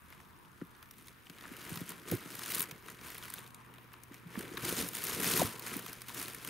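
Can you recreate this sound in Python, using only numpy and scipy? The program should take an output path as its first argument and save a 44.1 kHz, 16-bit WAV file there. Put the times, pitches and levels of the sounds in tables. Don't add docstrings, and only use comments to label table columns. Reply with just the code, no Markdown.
import sys
import numpy as np
from scipy import signal
from scipy.io import wavfile

SR = 44100
rng = np.random.default_rng(int(sys.argv[2]) if len(sys.argv) > 2 else 0)


def transcribe(signal):
    frames = np.atleast_2d(signal).T
    limited = np.clip(frames, -1, 1)
    pcm = np.round(limited * 32767).astype(np.int16)
    wavfile.write(sys.argv[1], SR, pcm)


N = 286209

# (frequency [Hz], likeness [0 to 1])
LIKENESS = [(60, 0.3), (180, 0.88), (550, 0.91), (1650, 0.81), (4970, 0.89), (15000, 0.85)]
# (frequency [Hz], level [dB])
RUSTLE_TONE = [(350, -36), (600, -7.5), (832, -4), (1010, -1.5), (1240, 1), (2920, -0.5), (6880, -1.5),
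               (7570, 1.5), (9290, 0), (11400, 1), (15600, -5)]
# (low edge [Hz], high edge [Hz])
SNAP_BANDS = [(1000, 3000), (3500, 7500), (8000, 15500)]
# (time [s], crackle level [dB], pop level [dB])
SNAPS = [(0.1249, -69, -47), (0.2014, -68, -47), (0.6136, -77, -44), (0.749, -66, -53.5),
         (0.8266, -50.5, -50), (0.857, -65, -58), (0.91, -48, -54), (0.9371, -62, -58), (0.9823, -53, -58),
         (1.01, -63, -60), (1.023, -58, -73), (1.0698, -59, -69), (1.0822, -52, -50.5),
         (1.2678, -63, -49.5), (1.2977, -49.5, -48.5), (1.409, -55, -55), (1.422, -56, -51),
         (1.438, -72, -44), (1.444, -73, -48.5), (1.4525, -72, -45), (1.566, -50, -53), (1.757, -43, -43),
         (1.773, -46, -43), (1.806, -48, -57), (1.8912, -38, -57), (1.9026, -44, -62), (1.918, -52, -46),
         (2.088, -51, -62), (2.1137, -31, -47), (2.1503, -42.5, -55), (2.167, -48, -60), (2.3241, -49, -62),
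         (2.352, -42, -54), (2.3917, -42, -40.5), (2.4345, -38.5, -42), (2.46, -42, -42), (2.486, -51, -57),
         (2.5025, -37, -42), (2.509, -42, -46), (2.5195, -36, -44), (2.5466, -29, -38), (2.553, -31, -47),
         (2.5812, -33, -50), (2.595, -32.5, -45), (2.6047, -28, -39), (2.6184, -33, -50),
         (2.626, -34.5, -42), (2.637, -44, -52), (2.7111, -39, -43), (2.884, -55, -45), (2.9, -48, -56),
         (3.067, -48.5, -52), (3.102, -44.5, -51), (3.1462, -42, -54), (3.1804, -46, -54),
         (3.236, -51, -46), (3.253, -51, -51), (3.28, -57, -44), (3.301, -38.5, -47), (3.338, -38, -47),
         (3.3886, -45.5, -56), (3.463, -56, -52), (3.4755, -54, -56), (3.5054, -56, -59), (3.545, -48, -54),
         (3.7383, -60, -56), (3.782, -63, -52), (3.9328, -55, -62), (3.9377, -63, -45.5),
         (4.0348, -50, -60), (4.142, -50, -50), (4.354, -90, -36.5), (4.391, -43, -47), (4.4078, -46, -42),
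         (4.5709, -48, -31.5), (4.575, -47, -33.5), (4.6239, -46, -56), (4.6502, -35, -42),
         (4.6908, -32, -49), (4.8789, -42, -57), (4.887, -35, -43), (4.933, -45, -41), (4.9503, -33.5, -43),
         (4.968, -38, -40), (4.9845, -37, -44), (5.039, -33, -44), (5.05, -37, -47), (5.084, -42, -41),
         (5.2017, -34, -38.5), (5.2295, -35, -38), (5.2431, -33, -34), (5.251, -39, -39.5),
         (5.312, -30.5, -40), (5.413, -33, -47), (5.5948, -41, -52), (5.663, -44, -43), (5.7378, -44, -43),
         (5.7665, -36.5, -51), (5.793, -42, -59), (5.8619, -45.5, -42), (5.9298, -42.5, -46.5),
         (6.007, -51, -49), (6.0176, -44.5, -45.5), (6.0842, -43.5, -45), (6.145, -40.5, -49),
         (6.197, -37.5, -48), (6.214, -41, -44), (6.281, -40, -39), (6.3464, -43, -43),
         (6.4476, -42, -41.5), (6.4737, -41, -43.5)]


def plastic_bags(rustle_db, dull_db, creases_per_s, size_db, colour_db, snap_t60):
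    crease_t60, crack_t60, echo_t60 = .0035, .002, .07
    crack_db, echo_db = 6.5, -18.0
    crease_at = np.flatnonzero(rng.random(N) < creases_per_s * from_db(3.0 * drift(30.0)) / SR)
    sizes_db = size_db * np.minimum(rng.exponential(1, len(crease_at)), 4.0)
    brightness = rng.standard_normal(len(crease_at))
    times, crackle_db, pop_db = np.transpose(SNAPS)
    snap_at = (times * SR).astype(int)
    middle_db = -6 + 0.52 * crackle_db + 0.48 * pop_db
    pan_db = rng.standard_normal(len(times)) * [[1], [-1]]
    low, high = np.transpose(SNAP_BANDS)
    white_db = np.array([pop_db, middle_db, crackle_db]).T - 10 * np.log10((high - low) / (SR / 2))
    out = 0
    for hz, noise, band in stereo_bands(573, LIKENESS, count=14):
        octave = np.log2(hz / 5000)
        tone_db = colour_db * (0.34 * brightness * octave + rng.standard_normal(len(crease_at)))
        jolts = np.zeros(N)
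        jolts[crease_at] = from_db(2 * (sizes_db + tone_db))
        creases = swell(jolts, crease_t60) / creases_per_s
        slide = .55 * (1 + 1.04 * max(-octave, 0))
        lift_db = dull_db * np.clip(-octave / 1.28, 0, 1)
        rustle = slide + creases / creases.mean()
        rustle *= from_db(2 * (rustle_db + lift_db + at_hz(RUSTLE_TONE, hz)))

        snap_db = np.array([np.interp(np.log(hz), np.log(low * high) / 2, row) for row in white_db])
        snap_db -= 9.0 * max(np.log2(1300 / hz), 0)
        snap_db += 2.75 * rng.standard_normal(len(snap_at))
        snaps = np.zeros((2, N))
        snaps[:, snap_at] = from_db(2 * (snap_db + pan_db))
        crack = from_db(2 * crack_db) * die_away(snaps, crack_t60)
        echo = from_db(2 * echo_db) * die_away(snaps.mean(axis=0), echo_t60)
        power = rustle + swell(snaps, snap_t60) + crack + echo
        out = out + signal.sosfilt(band, noise * np.sqrt(power))
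    return out


# (pitch [Hz], level when rubbed [dB], time to fade by 60 dB [s])
BOX_NOTES = [(72.6, -8, 0.026), (101, -12, 0.09), (125.6, -12.5, 0.07), (170.5, -3.5, 0.099),
             (227.4, 3, 0.041), (281.3, -1.5, 0.07), (352, 2.5, 0.049), (444.7, 4, 0.03), (506, -9, 0.033),
             (717, -6, 0.014), (817, -7, 0.03)]
# (time [s], strength [dB], pitch of the struck panel [Hz], reach [octaves])
KNOCKS = [(0.614, -29.5, 258, 0.95), (1.295, -41.5, 198, 0.96), (1.512, -35.5, 253, 0.59),
          (1.714, -29.5, 154, 1), (1.764, -32.5, 166, 0.59), (1.809, -30.5, 204, 1),
          (2.1125, -24, 191, 0.94), (2.121, -22.5, 560, 0.5), (2.132, -17, 116.3, 0.18),
          (2.133, -20.5, 324, 0.27), (2.141, -25.5, 340, 0.23), (2.253, -38, 259, 0.99),
          (2.59, -37.5, 194, 0.44), (2.719, -39, 157, 0.32), (4.108, -39.5, 266, 0.62),
          (4.257, -34, 155, 0.55), (4.375, -20, 211, 0.23), (4.514, -35, 312, 0.49),
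          (4.579, -32, 380, 0.23), (4.626, -28, 124, 0.3), (4.669, -38, 190, .35),
          (4.782, -26.5, 250, 0.37), (4.8, -29, 80, 0.39), (4.829, -30.5, 175, 0.19),
          (5.33, -27.5, 198, 0.53), (5.392, -22.5, 180, 0.65), (5.417, -3, 635, 0.24),
          (5.422, -25, 285, 0.63), (5.442, -4.5, 86.7, 0.13), (5.758, -26, 251, 0.41)]


def cardboard_box(rumble_db, rubs_per_s):
    times, strength_db, pitch_hz, reach_octaves = np.transpose(KNOCKS)
    knock_at = (times * SR).astype(int)
    rubbed = rng.random(N) < rubs_per_s / SR
    rubs = rubbed * from_db(1.52 * np.minimum(rng.exponential(1, N), 4.0))
    rumble, knocks = np.zeros((2, 2, N))
    for k, (hz, level_db, t60) in enumerate(BOX_NOTES):
        alike = at_hz(LIKENESS, hz)
        mid, side = ring(rubs * rng.standard_normal((2, N)) * from_db(level_db), hz, t60)
        rumble += np.sqrt(1 + alike) * mid + np.sqrt(1 - alike) * side * [[1], [-1]]
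        pan_db = (at_hz(MIC_BALANCE, hz) + 3.5 * rng.standard_normal(len(knock_at))) / 2
        share_db = -4.0 - 7.7 * (np.log2(hz / pitch_hz) / reach_octaves) ** 2
        clicks = np.zeros((2, N))
        clicks[:, knock_at] = from_db(strength_db + share_db + pan_db * [[1], [-1]])
        knocks += (-1) ** k * ring(clicks, hz, t60)
    soft = signal.butter(2, [70, 1000], "band", fs=SR, output="sos")
    return signal.sosfilt(soft, from_db(rumble_db) * rms_one(rumble) + knocks)


# (time [s], level [dB])
SCRAPE = [(5.37, -68), (5.385, -42), (5.407, -30.5), (5.413, -49)]


def claw_scrape():
    level_db, = in_time([(0, -99), *SCRAPE, (N / SR, -99)])
    return from_db(level_db) * rms_one(ring(rng.standard_normal(N), hz=1012, t60=0.026))


# (frequency [Hz], level [dB])
ROOM_TONE = [(18, -29), (30, -2), (75, 6), (108, 2.5), (197, 6), (577, -15), (658, -30), (790, -19.5),
             (1140, 9), (1300, -4), (2560, -10), (5920, -28), (9740, -24), (11400, -4), (15600, -25)]
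# (frequency [Hz], likeness [0 to 1])
ROOM_LIKENESS = [(60, 0.22), (240, 0.19), (950, 0.09), (3770, 0.051), (15000, 0.41)]


def room_hiss(level_db, flicker_db):
    hiss = 0
    for hz, noise, band in stereo_bands(28.2, ROOM_LIKENESS, count=17):
        gain = from_db(at_hz(ROOM_TONE, hz) + flicker_db * drift(3.0))
        hiss = hiss + gain * signal.sosfilt(band, noise)
    return from_db(level_db) * rms_one(hiss)


# (time [s], level [dB])
HUM = [(0, -76), (2.6, -67), (2.9, -66), (4.5, -61.5), (6.49, -62.5)]


def hum(hz):
    level_db, = in_time(HUM)
    return np.sqrt(2) * from_db(level_db) * np.sin(2 * np.pi * hz * np.arange(N) / SR)


# (frequency [Hz], left minus right [dB])
MIC_BALANCE = [(60, -4), (240, 0.5), (950, 2), (3770, 1), (15000, 1.5)]


def stereo_bands(low_hz, likeness, count):
    edges = np.geomspace(low_hz, 17000, count + 1)
    white = rng.standard_normal((2, 2, N))
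    for k, (low, high) in enumerate(zip(edges, edges[1:])):
        hz = np.sqrt(low * high)
        alike = at_hz(likeness, hz)
        mid, side = white[k % 2]
        noise = np.sqrt((1 + alike) / 2) * mid + np.sqrt((1 - alike) / 2) * side * [[1], [-1]]
        band = signal.butter(2, [low, high], "band", fs=SR, output="sos")
        yield hz, noise * from_db(at_hz(MIC_BALANCE, hz) / 2 * np.array([[1], [-1]])), band


def from_db(db):
    return 10 ** (np.asarray(db) / 20)


def rms_one(x):
    return x / np.sqrt(np.mean(x ** 2) + 1e-20)


def in_time(rows):
    times, *columns = np.transpose(rows)
    return [np.interp(np.arange(N) / SR, times, column) for column in columns]


def at_hz(points, hz):
    frequencies, values = np.transpose(points)
    return np.interp(np.log(hz), np.log(frequencies), values)


def drift(rate_hz):
    r = np.exp(-80 * np.pi * rate_hz / SR)
    slow = signal.lfilter([1], [1, -2 * r, r * r], rng.standard_normal(N // 40 + 2002))[2000:]
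    return np.interp(np.arange(N) / 40, np.arange(len(slow)), rms_one(slow))


def ring(clicks, hz, t60):
    r, w = from_db(-60 / (t60 * SR)), 2 * np.pi * hz / SR
    return signal.lfilter([0, np.sin(w)], [1, -2 * r * np.cos(w), r * r], clicks + 1e-18)


def die_away(power, t60):
    return signal.lfilter([1], [1, -from_db(-120 / (t60 * SR))], power + 1e-18)


def swell(power, t60):
    r = from_db(-120 / (t60 * SR))
    return signal.lfilter([(np.e * (1 - r)) ** 2 / 2], np.poly([r, r, r]), power + 1e-18)


# (time [s], level [dB])
PUSH = [(0.0, -74), (0.115, -63), (0.34, -72.5), (0.9, -68.5), (1.073, -62), (1.13, -67.5), (1.21, -69),
        (1.417, -58.5), (1.522, -57), (1.726, -48), (1.841, -56), (1.906, -48), (1.97, -59), (2.045, -60.5),
        (2.115, -45.5), (2.2, -54.5), (2.41, -47.5), (2.55, -40), (2.614, -45), (2.669, -56.5), (2.8, -66),
        (2.873, -58), (2.98, -62), (3.048, -51.5), (3.2, -54), (3.253, -50.5), (3.3, -55), (3.387, -53.5),
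        (3.512, -68.5), (4.071, -70.5), (4.141, -61.5), (4.25, -68.5), (4.395, -51), (4.49, -57),
        (4.61, -49), (4.65, -39.5), (4.69, -38), (4.744, -41), (4.804, -34), (4.859, -44.5), (4.919, -52.5),
        (4.979, -44.5), (5.083, -40.5), (5.21, -39), (5.245, -35), (5.403, -31.5), (5.59, -56),
        (5.672, -44.5), (5.767, -45.5), (5.817, -52.5), (5.887, -50), (5.981, -56.5), (6.061, -59),
        (6.091, -47.5), (6.136, -51.5), (6.171, -43), (6.425, -54), (6.485, -47.5)]
# (time [s], extra rumble [dB], extra dull rubbing [dB])
LEAN = [(0, -1, 0), (.6, 2, -1.5), (1.07, -1, -4), (1.45, 1, 3.5), (1.84, -2.5, 0), (2.1, 5.5, 1.5),
        (2.45, -6.5, -1.5), (2.75, 5.5, 2.5), (3.25, -5.5, -1), (3.7, 6.5, 4), (4.15, 0, 1.5),
        (4.45, 6.5, 3.5), (4.85, 0, -1.5), (5.2, 0, 0), (5.42, -0.5, -1), (5.8, 1, 1), (6.1, -3.5, -1),
        (6.49, -0.5, -1)]


def scene():
    rustle_db, = in_time(PUSH)
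    lean_db, rub_db = in_time(LEAN)
    force_db = rustle_db + 50
    creases_per_s = 470.0 * from_db(.3 * force_db)
    dull_db = 5 - 0.2549 * force_db + rub_db
    rumble_db = -53 + 0.8169 * force_db + lean_db
    bags = plastic_bags(rustle_db, dull_db, creases_per_s, size_db=2.5, colour_db=4.0, snap_t60=0.0083)
    box = cardboard_box(rumble_db, rubs_per_s=410.0)
    return bags + box + claw_scrape() + room_hiss(level_db=-59, flicker_db=2.5) + hum(hz=121.8)


# (frequency [Hz], width [Hz], gain [dB])
MIC_TONE = [(814, 124, -5.5), (7580, 800, -4.5), (9460, 540, 2)]


def record(dry):
    for hz, width_hz, gain_db in MIC_TONE:
        peak = signal.iirpeak(hz, hz / width_hz, fs=SR)
        dry = dry + (from_db(gain_db) - 1) * signal.lfilter(*peak, dry)
    treble_cut = signal.ellip(12, .5, 75, 15700, fs=SR, output="sos")
    return signal.sosfilt(treble_cut, dry)


dry = scene()
out = record(dry)
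transcribe(out)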